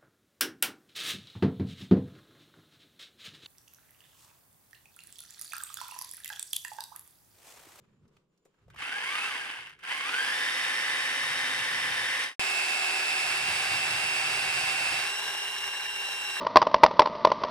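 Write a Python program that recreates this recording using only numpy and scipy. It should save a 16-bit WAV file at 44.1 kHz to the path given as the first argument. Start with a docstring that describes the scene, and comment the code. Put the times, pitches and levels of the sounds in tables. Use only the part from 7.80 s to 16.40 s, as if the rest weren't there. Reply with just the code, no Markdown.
"""Outdoors, close to a plastered wall, a rotary hammer drills a hole. One short squeeze of the trigger starts the hole and
a second runs it under light pressure; the sound breaks off and resumes abruptly at full speed, hammering until the bit
is eased back and spins freely. Tones of armature, gears and crank and noise bursts of teeth and striker follow one shaft
speed and take on a colour that changes with the load. Clicks, rubbing hands, buffeting air, a far insect and outdoor
murk lie around it."""
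import sys
import numpy as np
from scipy import signal
from scipy.fft import rfft, irfft
from scipy.io import wavfile
from scipy.ndimage import uniform_filter1d

SR = 44100
rng = np.random.default_rng(int(sys.argv[2]) if len(sys.argv) > 2 else 0)


def output_pcm(signal):
    """Save a mono or channel-first signal as 16-bit PCM at the path in sys.argv[1].

    Samples are clipped to [-1, 1] before scaling.
    """
    pcm = np.clip(np.atleast_2d(signal).T, -1, 1) * 32767
    wavfile.write(sys.argv[1], SR, np.round(pcm).astype(np.int16))


N = 379260
T = np.arange(N) / SR
HZ = np.maximum(np.fft.rfftfreq(N, 1 / SR), 1)
RESUME_S = 4.595  # the full-speed run breaks in here
PINION_TEETH, CRANK_TEETH = 7, 33
FREE_HZ = 396.8  # armature turns a second taken as free running


def undb(db):
    """Decibels to gain."""
    return 10 ** (np.asarray(db) / 20)


def unit(x):
    """Scale to rms 1."""
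    return x / np.sqrt(np.mean(x ** 2))


def curve(rows, axis=1):
    """One column of a table, joined by straight lines in time."""
    rows = np.array(rows)
    return np.interp(T, rows[:, 0], rows[:, axis])


def colour(rows, axis=1):
    """One column of a spectrum as dB at every frequency, joined along log frequency."""
    rows = np.array(rows)
    return np.interp(np.log(HZ), np.log(rows[:, 0]), rows[:, axis])


def shape(x, gain):
    """Filter by a gain at every frequency."""
    return irfft(rfft(x) * gain, N)


def walk(rate):
    """Random straight ramps of rms 1 that turn about rate times a second."""
    points = rng.standard_normal(8192).astype(np.float32)
    step = max(int(SR / rate), 64)
    points = points[:N // step + 2]
    ramp = np.arange(step, dtype=np.float32) / step
    ramps = points[:-1, None] + np.diff(points)[:, None] * ramp
    return unit(ramps.ravel()[:N])


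def knocks(turns, scatter_db):
    """One impulse of random size at each whole turn."""
    hits = np.diff(np.floor(turns), prepend=0)
    at = np.flatnonzero(hits)
    chance = np.clip(rng.standard_normal(N)[at], -2, 1)
    hits[at] *= undb(scatter_db * chance)
    return hits


def bursts(hits, decay_s, rise_s=0.00029):
    """Every knock scrapes out a short burst of noise."""
    for seconds in (decay_s, rise_s):
        hits = signal.lfilter([1], [1, -np.exp(-1 / (seconds * SR))], hits)
    return unit(hits * rng.standard_normal(N))


def tone(turns, flutter=0.33, flutter_rate=45, steady=1):
    """A fluttering machine tone of rms 1, as mid and side; without its steady part it is a rasping band."""
    angle = (2 * np.pi * (turns - np.floor(turns))).astype(np.float32)
    cos, sin = np.cos(angle), np.sin(angle)
    along = steady + flutter * walk(flutter_rate)
    across = flutter * walk(flutter_rate)
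    mid = along * cos - across * sin
    side = -along * sin - across * cos
    return unit(np.array([mid, side]))


def rumble(hz, spread=1.33):
    """Low buffeting noise of rms 1 around one pitch, as mid and side."""
    band = 1 / np.sqrt((1 + (HZ / hz / spread) ** 10) * (1 + (hz / spread / HZ) ** 5))
    return unit(shape(rng.standard_normal((2, N)), band))


def scatter(x, t60):
    """A dense tail of reflections; t60 in seconds."""
    t = T[:SR // 4]
    tail = rng.standard_normal(len(t)) * undb(-60 * t / t60)
    return signal.fftconvolve(x, tail / np.linalg.norm(tail))[:N]


def ports(x, elsewhere, direct=0.46):
    """Mid and side: sound from straight ahead reaches the left port first; the rest arrives from elsewhere."""
    direct = np.clip(direct, 0, 1)
    side = -direct * signal.hilbert(x).imag + np.sqrt(1 - direct ** 2) * elsewhere
    return np.array([x, side])


# How hard the bit is leaned on at full speed. 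Each row: time in seconds, share of the push that holds the bit
# against the bottom of the hole (0-1), relative level of the tool in dB.
PUSH_ON_BIT = [(6.95, 0.94, -34.5), (7.08, 0.96, -34.5), (7.24, 0.69, -36.5), (7.32, .15, -39.5),
               (7.4, 0.01, -37.5), (7.65, 0, -39), (7.8, 0, -40), (8.3, 0, -39.5)]
# Unbalance, gear mesh, fan and commutator tones. Each row: cycles per armature turn, then relative level in dB
# under light pressure, hammering and spinning freely.
ARMATURE_TONES = [(1, -25.5, -25, -27.5), (2, -22, -24, -35), (4, -25.5, -44, -24), (8, -50, -47, -27),
                  (10, -52, -22.5, -23.5), (12, -36, -22, -23), (14, -18.5, -16, -22),
                  (20, -18, -16.5, -12.5), (22, -40, -23, -23), (24, -41, -25, -18)]
# The crank loads the gears unevenly. Each row: cycles per crank turn (rounded to whole cycles when played), then
# relative level in dB under light pressure, hammering and spinning freely.
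CRANK_LOAD_TONES = [(10, -25.5, -48, -26), (21, -45, -22.5, -38), (24, -52, -45, -46), (27, -47, -28, -26),
                    (30, -30, -30, -22), (31, -21, -18.5, -28), (32, -27.5, -34, -34), (36, -19, -39, -38),
                    (63.5, -22, -25, -24)]
# Chattering teeth smear the mesh and its overtones into a snarl. Each row: multiple of the mesh rate, then
# relative level in dB under light pressure, hammering and spinning freely.
TOOTH_SNARL = [(1, -18.5, -36, -20), (2, -17, -14.5, -24.5), (3, -12.5, -17, -33)]
# Below this armature speed the steady tones fade by so many dB per Hz
STEADY_HZ, TONES_DB_PER_HZ = 260, .12
# The more the load slows the armature below its free speed, the louder the gear mesh whines
WHINE_DB, WHINE_DB_PER_HZ = -40.5, 0.1716
WHINE_LEAN = -1.2  # under push the gear case radiates more towards the right port


def drill(speed, slow_clatter_db=-1.1):
    """One shaft speed drives tones and clatter; the load on the bit sets their levels and colour."""
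    resumed = T >= RESUME_S
    shaft = np.cumsum(speed * (1 + .0013 * walk(30))) / SR
    crank = shaft * PINION_TEETH / CRANK_TEETH

    # gains of the three states: light pressure, hammering, spinning freely
    push = np.clip(curve(PUSH_ON_BIT), 0, 1)
    full_gain = resumed * undb(curve(PUSH_ON_BIT, axis=2))
    gains = [~resumed * light_level(speed), full_gain * np.sqrt(push), full_gain * np.sqrt(1 - push)]

    tones = [tone(np.round(k) * shaft) for k, *_ in ARMATURE_TONES]
    tones += [tone(np.round(k) * crank, flutter=.2) for k, *_ in CRANK_LOAD_TONES]
    tones += [tone(np.round(k) * PINION_TEETH * shaft, flutter_rate=260, steady=0) for k, *_ in TOOTH_SNARL]
    tone_db = np.vstack([ARMATURE_TONES, CRANK_LOAD_TONES, TOOTH_SNARL])[:, 1:]
    chords = np.tensordot(undb(tone_db).T, np.array(tones), 1)

    # a slow motor loses its steady tones and some of its clatter; the straining gears take over
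    lagging = np.clip(1 - speed / 255, 0, 1)
    singing = undb(-TONES_DB_PER_HZ * np.maximum(STEADY_HZ - speed, 0))
    clattering = undb(slow_clatter_db * np.minimum(2 * lagging, 1))
    strain = straining(shaft, speed) * ~resumed
    ahead, around = clatter(shaft, crank, speed), clatter(shaft, crank, speed)
    out = 0
    for state, gain in enumerate(gains):
        noise = clattering * ports(ahead[state], around[state])
        force = noise + singing * chords[state] + strain
        out = out + gain * shape(force, body_gain(state))

    mesh_mid, mesh_side = tone(PINION_TEETH * shaft, flutter=0.1, flutter_rate=45)
    whine_gain = resumed * undb(WHINE_DB + WHINE_DB_PER_HZ * (FREE_HZ - speed))
    whine = np.array([mesh_mid, mesh_side + WHINE_LEAN * push * mesh_mid]) * whine_gain
    whine = whine * undb(1.095 * (1 - push) * walk(300))  # unsteady once the load is off

    out = jolted(soften(out, lagging) + rattle() * resumed * (1 - push))
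    return out + wall(out[0] * ~resumed) + whine


# The finger moves the trigger in steps. Each row: time in seconds, armature speed asked for in Hz (0 = let go),
# lag of the motor in seconds.
TRIGGER_STEPS = [(.895, 12, .03), (.972, 104, .036), (1.05, 200, 0.47), (1.225, 165, 0.049),
                 (1.27, 215, .19), (1.468, 0, 0.5), (1.955, 7, 0.047), (1.988, 15, .01), (2.027, 88, .022),
                 (2.074, 155, .022), (2.23, 330, .42), (2.285, 265.5, .13), (3.1, 269, .2), (3.6, 259, .46),
                 (4.22, 273, .14)]
# At full trigger the speed sags with the load on the bit. Each row: time in seconds, armature speed in Hz.
FULL_TRIGGER_SPEED = [(4.62, 379.7), (5.32, 380.7), (5.71, 385.3), (6.79, 387.0), (7.0, 383.6),
                      (7.08, 379.8), (7.2, 388.7), (7.26, 385.8), (7.31, 394.2), (7.45, 399.9),
                      (7.86, 398.5), (8.56, 392.7)]
FRICTION_HZ = 100  # a coasting motor heads for this far below standstill, so it stops in finite time


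def armature_speed():
    """Turns a second: the motor lags behind each trigger step, coasts against friction, and later runs flat out."""
    speed = np.zeros(N)
    for s, asked_hz, lag_s in TRIGGER_STEPS:
        start = int(s * SR)
        goal = asked_hz if asked_hz > 0 else -FRICTION_HZ
        approach = np.exp(-T[:N - start] / lag_s)
        speed[start:] = np.maximum(goal + (speed[start] - goal) * approach, 0)
    return np.where(T >= RESUME_S, curve(FULL_TRIGGER_SPEED), np.maximum(speed, 1))


# The tool grows louder with speed, falls silent near standstill and rattles harder just after a jump in speed
LIGHT_DB, LIGHT_HZ, DB_PER_DECADE, STALL_HZ = -33.5, 268, 12, 20.2
SURGE_DB_PER_HZ, SURGE_S = 0.008, 0.066


def light_level(speed):
    """Gain of the tool under light pressure, from its speed and the speed it has just gained."""
    gained = np.maximum(speed - np.interp(T - SURGE_S, T, speed), 0)
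    db = LIGHT_DB + DB_PER_DECADE * np.log10(speed / LIGHT_HZ) + SURGE_DB_PER_HZ * gained
    return undb(db) / (1 + (STALL_HZ / speed) ** 2)


def clatter(shaft, crank, speed):
    """What shakes the tool in each state: rattling teeth, striker blows, crumbling plaster and fan air."""
    slow = np.sqrt(np.max(speed) / np.maximum(speed, 15))  # fewer knocks each carry more of the sound
    # the piston loads the gears once a crank turn: a slow motor chugs
    throb = undb(3.5 * np.cos(2 * np.pi * crank) * np.clip(slow - 1.1, .1, .6))
    # the pinion presses harder on one side of every turn
    wobble = undb(2 * np.cos(2 * np.pi * (shaft + 0.24 * walk(70))))
    tooth_knocks = knocks(shaft * PINION_TEETH + 0.65 * walk(400), 2.3) * slow
    teeth = bursts(tooth_knocks, 0.00081) * throb * wobble
    backlash = bursts(knocks(shaft + .12 * walk(150), 3.3) * slow, 0.001)
    # the striker hits and rebounds once each per crank turn; every blow crushes a burst of grit
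    stroke = crank + .085 * walk(35)
    grit = bursts(knocks(2 * stroke, 2.49), 0.0018) * undb(3 * np.cos(6 * np.pi * stroke - 1))
    air = rng.standard_normal(N) * undb(0.73 * walk(25))

    light = teeth + undb(-8) * backlash + undb(-15) * grit + undb(-2.5) * air
    light = light / np.sqrt(uniform_filter1d(light ** 2, SR // 12))  # lumpier when slow, but no stronger
    hammering = grit + undb(-3.0) * teeth + undb(-6.0) * backlash + undb(7.0) * air
    free = (air + undb(-3) * teeth + undb(-7.5) * backlash) * undb(1.134 * walk(70))
    return unit(light), unit(hammering), unit(free)


# Broad colour of tool and wall. Each row: frequency in Hz, then relative level in dB under light pressure,
# hammering and spinning freely.
BODY_COLOUR = [(70.08, -19, -11, -13), (145, -9, -15, -9), (214, -13, -11.5, -15.5), (600, -8.5, -2.5, -3),
               (1320, -.5, 4, -5.5), (2330, 5.5, 8.5, -1), (4560, -4.5, -1.5, -6.5), (6800, -8.5, -6.5, -4),
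               (9670, -5, -4, -11.5), (12030, -17, -18, -14.5), (15000, -26.5, -26.5, -21)]
# Peaks and dips in the tool's colour, including high whirring bands when spinning freely. Each row: centre in Hz,
# width in Hz, then lift in dB under light pressure, hammering and spinning freely.
COLOUR_PEAKS_AND_DIPS = [(276, 79, 7.5, 4.5, 2), (392, 104, 5, 3, 10.5), (490, 59, 7, -2, 0.5),
                         (752, 164, 4.5, 8, 0), (812, 64, 4, -0.5, 9), (1010, 433, 7.5, 1.5, 11.5),
                         (1584, 304, 6, 4, 9.5), (1836, 810, 5, -0.5, 8), (2190, 110, 2.5, 2.5, 1),
                         (2810, 290, 4.5, 1.5, 8.5), (3127, 370, 6, -1, 9.5), (3604, 214, 3.5, 2.5, 7.5),
                         (3930, 220, 0, -4.5, 16), (4830, 610, 7, 8, 4), (5490, 290, 0, -6.5, 13.5),
                         (5840, 260, 4, 0.5, 8), (6160, 220, 0.5, 0, -6), (7250, 230, -3, -2.5, 3.5),
                         (7850, 220, 1, 2, 5.5), (8600, 300, 1.5, 0, 8), (9100, 410, 0.5, 1, 13),
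                         (10380, 380, 1, -1, 12), (11930, 350, -2, -2, 10.5), (13400, 450, 0, -1, 7),
                         (14250, 350, 0, 0, 6)]


def body_gain(state):
    """Colour of tool and wall in one state of loading: a broad curve with peaks and dips; the bass radiates poorly."""
    db = colour(BODY_COLOUR, axis=1 + state)
    for hz, width, *lift_db in COLOUR_PEAKS_AND_DIPS:
        db = db + lift_db[state] / (1 + (2 * (HZ - hz) / width) ** 2)
    return unit(undb(db) / np.sqrt(1 + (150 / HZ) ** 4))


# The gears whine under light pressure. Each row: multiple of the mesh rate, relative level in dB, change in dB when
# not speeding up, flutter depth, flutter rate in Hz, armature speed in Hz above which it fades.
GEAR_STRAIN = [(1, -15.5, -2.5, .2, 90, 290), (2, -19, -6, 0.59, 150, 230), (3, -25, -10, 0.72, 200, 220),
               (4, -26, -6, 0.88, 200, 150)]
STRAIN_TOP_HZ = 2810  # the whine dies away above this pitch


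def straining(shaft, speed):
    """The gear mesh and its overtones swell as they glide through the gear case, loudest while the motor speeds up."""
    gaining = np.gradient(speed) * SR
    torque = uniform_filter1d(np.clip(gaining / 130, 0, 1), SR // 16).clip(0, 1)
    out = 0
    for k, db, slack_db, flutter, rate, fade_hz in GEAR_STRAIN:
        teeth = np.round(k) * PINION_TEETH
        hz = teeth * speed
        gain = undb(db + slack_db * (1 - torque)) * case_gain(hz)
        gain = gain * np.clip(speed / 115, 0, 1) / (1 + (760 / hz) ** 6)  # weak when slow or low
        gain = gain / np.sqrt(1 + (hz / STRAIN_TOP_HZ) ** 8) / (1 + (speed / fade_hz) ** 6)
        out = out + gain * tone(teeth * shaft, flutter=flutter, flutter_rate=rate)
    return out


# The gear case rings with slow knocks and with tones that glide through it. Each row: centre in Hz, width in Hz,
# lift in dB.
GEAR_CASE_MODES = [(1580, 350, 6), (1840, 150, -3), (2120, 150, 4.5), (2390, 200, -5), (2640, 240, 9),
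                   (3070, 410, 6.5)]


def case_gain(hz):
    """How strongly the gear case answers a tone of this pitch."""
    db = sum(lift_db / (1 + (2 * (hz - centre_hz) / width) ** 2) for centre_hz, width, lift_db in GEAR_CASE_MODES)
    return undb(db)


def soften(x, lagging, soft_hz=3650, slow_db=-.6):
    """Slow knocks are duller than fast ones and ring the gear case more."""
    dull = shape(x, undb(slow_db) * case_gain(HZ) / (1 + (HZ / soft_hz) ** 4))
    return x + 0.56 * lagging * (dull - x)


# What the chuck rings with. Each row: centre in Hz, width in Hz, relative level in dB.
CHUCK_MODES = [(1095, 350, -4.5), (1684, 400, 2), (2240, 400, -3), (4500, 800, -15)]
# Out of contact the bit rattles in the chuck, harder once in every turn of the spindle
RATTLE_DB, RATTLE_PER_S, SPINDLE_HZ, RATTLE_SWING_DB = -46.5, 110, 16, 3


def rattle(ring_s=0.0021, scatter_db=5):
    """The free bit knocks unevenly against the chuck."""
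    swing = undb(RATTLE_SWING_DB * np.cos(2 * np.pi * (SPINDLE_HZ * T + .2 * walk(5))))
    hits = knocks(RATTLE_PER_S * T + .5 * walk(90), scatter_db) * swing
    band = sum(undb(db) / (1 + (2 * (HZ - hz) / width) ** 4) for hz, width, db in CHUCK_MODES)
    ahead, around = (unit(shape(bursts(hits, ring_s), band)) for _ in range(2))
    return ports(ahead, around) * undb(RATTLE_DB + 1.4 * walk(7))


# The loose bit catches in the hole and jolts the tool. Each row: start in seconds, lift in dB at the peak, for the
# low end of the tool's sound.
BIT_JOLTS = [(1.019, 5.5), (1.057, 5), (1.093, 5), (1.123, 2.5), (1.181, 5.5), (1.235, 3.5), (1.289, 3),
             (1.318, 3), (1.352, 5.5), (1.382, 4.5), (1.442, 4.5), (1.553, 4.5), (1.693, 6), (1.736, 5),
             (1.788, 3), (2.11, 5), (2.124, 5), (2.206, 5.5), (2.251, 4), (2.291, 5), (2.338, 3.5),
             (7.064, 1.5), (7.121, 2.5), (7.189, 3.5), (7.424, 1.5), (7.478, 4), (7.547, 3), (7.672, 4),
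             (7.837, 3), (8.026, 4), (8.287, 2), (8.334, -1)]
JOLT_S, JOLT_TOP_HZ = 0.0031, 4200  # time to the peak of a jolt; jolts are dull above this pitch


def jolted(x):
    """Each jolt swells the tool's sound quickly and dies away."""
    lift = np.zeros(N)
    age = T[:SR // 20] / JOLT_S
    for s, lift_db in BIT_JOLTS:
        start = int(s * SR)
        lift[start:start + len(age)] += (undb(lift_db) - 1) * age * np.exp(1 - age)
    return x + lift * shape(x, 1 / (1 + (HZ / JOLT_TOP_HZ) ** 2))


def wall(x, level_db=-18.5, t60_s=.3):
    """Wall and floor answer the tool with a short, faint tail, as mid and side."""
    return np.array([scatter(x, t60_s) for _ in range(2)]) * undb(level_db)


def pop(decay_s=0.00015, level_db=-16.5):
    """The full-speed run breaks in with a small pop: one sharp step that decays at once."""
    since = T - RESUME_S
    x = (since >= 0) * np.exp(-np.abs(since) / decay_s) * undb(level_db)
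    return np.array([x, x])


# Hands shift on the grip, the trigger clicks, gear teeth take up their play. Each row: start in seconds, peak of the
# dry knock in dB, pitch in Hz, time to ring down by 60 dB in seconds.
HANDLING_CLICKS = [(.279, -69, 5200, .05), (0.367, -59.5, 2840, .025), (.368, -61, 1150, .03),
                   (.576, -70, 5000, .04), (.651, -63, 7500, .05), (0.654, -55, 450, 0.088),
                   (.881, -52, 500, 0.064), (.901, -49, 1580, 0.054), (.943, -47, 900, .04),
                   (.961, -41.5, 1500, .05), (.972, -51, 2500, .04), (.988, -49, 8000, .03),
                   (1.87, -44, 1700, 0.026), (1.878, -49, 1937, 0.024), (1.894, -46, 1580, .025),
                   (1.902, -46, 1786, .025), (1.922, -55, 1790, .025), (1.99, -49.5, 1700, 0.051),
                   (2.035, -37, 1390, 0.057)]


def clicks(crack_db=-22, sharpness=3.0):
    """Short dry knocks in the plastic housing, answered by wall and floor."""
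    out, t = np.zeros(N), T[:SR // 10]
    for s, db, hz, t60 in HANDLING_CLICKS:
        crack = rng.standard_normal(len(t))
        ring = signal.lfilter(*signal.iirpeak(min(hz, SR / 3), sharpness, fs=SR), crack)
        hit = (unit(ring) + undb(crack_db) * crack) * undb(-60 * t / t60)
        start = int(s * SR)
        out[start:start + len(t)] += undb(db) * hit / np.max(np.abs(hit))
    return ports(out, scatter(out, 0.1))


# Sleeve and hands rub as the tool is lined up. Each row: loudest moment in seconds, half length in seconds,
# level in dB, pitch in Hz.
GRIP_RUSTLES = [(0.078, .09, -77, 1200), (.29, 0.076, -80, 900), (0.795, 0.081, -80.5, 1100)]


def rustles():
    """Faint, grainy rubbing of cloth and skin on the grip."""
    out = 0
    for s, half_s, db, hz in GRIP_RUSTLES:
        grains = rng.standard_normal((2, N)) * undb(4.4 * walk(90))
        rub = shape(grains, 1 / np.hypot(HZ / hz, hz / HZ) ** 1.8)
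        out = out + unit(rub) * undb(db) * np.exp(-((T - s) / half_s) ** 2)
    return out


# Gusts buffet the microphone. Each row: start, rise, hold and fall in seconds, relative level in dB, pitch in Hz.
WIND_GUSTS = [(-.05, 0.053, 0.37, 0.087, -71, 145), (.75, .12, .12, 0.16, -60, 105),
              (1.22, 0.099, .68, .1, -74.5, 104), (2.3, 1.5, .42, .5, -60, 130),
              (4.72, .1, 0.048, .12, -67, 125), (5.12, .5, 1.53, 0.26, -55.5, 124),
              (7.81, 0.061, .02, .06, -62, 110)]
FAN_DRAUGHT_DB, FAN_DRAUGHT_HZ = -75.5, 108  # the cooling fan's draught at free speed, and its pitch


def draught(speed):
    """Moving air rumbles on the microphone: gusts that swell, hold and die, over the draught of the fan."""
    out = rumble(FAN_DRAUGHT_HZ) * undb(FAN_DRAUGHT_DB) * speed / FREE_HZ
    for s, rise, hold, fall, db, hz in WIND_GUSTS:
        ramp = np.minimum((T - s) / rise, (s + rise + hold + fall - T) / fall)
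        out = out + rumble(hz) * undb(db) * np.clip(ramp, 0, 1) ** 2
    return out * undb(2.2 * walk(16))


# A distant insect trills in spells. Each row: start in seconds, length in seconds.
INSECT_SPELLS = [(-.05, .29), (.31, .11), (.47, .38)]


def insect(swell_s=.04, pitch_hz=7060, level_db=-95):
    """A thin, far-off trill: one high tone, mostly flutter."""
    spells = sum(np.clip(np.minimum(T - s, s + length - T) / swell_s, 0, 1) for s, length in INSECT_SPELLS)
    return tone(pitch_hz * T, flutter_rate=220, steady=.2) * spells * undb(level_db)


# Distant outdoor murk of wind and traffic. Each row: frequency in Hz, relative level in dB per Hz.
OUTDOOR_COLOUR = [(30, -10), (90, -17), (160, -0.5), (260, -11), (400, -6), (560, -14), (700, -23),
                  (1150, -19.5), (1800, -30), (3000, -29), (4500, -34), (8000, -39), (11000, -49),
                  (15000, -49)]
# How loud the murk lies. 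Each row: time in seconds, level in dB.
OUTDOOR_FADER = [(0, -68.5), (.2, -73), (.38, -70.5), (.48, -77), (.8, -74)]


def outdoors():
    """A faint background whose rumble and hiss waver apart."""
    air = unit(shape(rng.standard_normal((2, N)), undb(colour(OUTDOOR_COLOUR))))
    low = shape(air, 1 / (1 + (HZ / 700) ** 4))
    wavering = low * undb(2 * walk(16)) + (air - low) * undb(2 * walk(24))
    return wavering * undb(curve(OUTDOOR_FADER))


# Stereo width at the microphone ports. Each row: frequency in Hz, side gain over mid in dB.
STEREO_WIDTH = [(30, -9), (60, -18), (110, -16.5), (200, -13), (380, -7), (700, -7.5), (1290, -5),
                (2380, 1), (4400, -2.5), (8120, 0.5), (15000, 0)]
# Stereo balance of the ports. Each row: frequency in Hz, left gain over right in dB.
STEREO_LEAN = [(60, -1.0), (110, -0.62), (200, -2.5), (380, 2.8), (700, -0.14), (1290, -0.16), (2380, -1.4),
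               (4400, 1), (8120, -0.3), (15000, -2.5)]


def left_right(mid_side):
    """Mid and side as they reach the two microphone ports."""
    mid, side = mid_side[0], shape(mid_side[1], undb(colour(STEREO_WIDTH)))
    lean_db = colour(STEREO_LEAN) / 2
    return np.array([shape(mid + side, undb(lean_db)), shape(mid - side, undb(-lean_db))])


BREAK_S, FADE_S = 4.56, 0.12  # the light run has faded out by then, over this long


def scene():
    """All sources as left and right, with a moment of silence before the full-speed run."""
    speed = armature_speed()
    tool = left_right(drill(speed) + pop()) * (T >= TRIGGER_STEPS[0][0])
    surroundings = left_right(clicks() + rustles() + draught(speed) + outdoors() + insect())
    fade = np.clip((BREAK_S - T) / FADE_S, 0, 1) ** 1.75
    return (tool + surroundings) * np.where(T < RESUME_S, fade, 1)


def record(dry, top_hz=15500):
    """The microphone's steep low-pass cuts the top."""
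    return signal.sosfilt(signal.ellip(8, .2, 70, top_hz, fs=SR, output="sos"), dry)


dry = scene()
out = record(dry)
output_pcm(out)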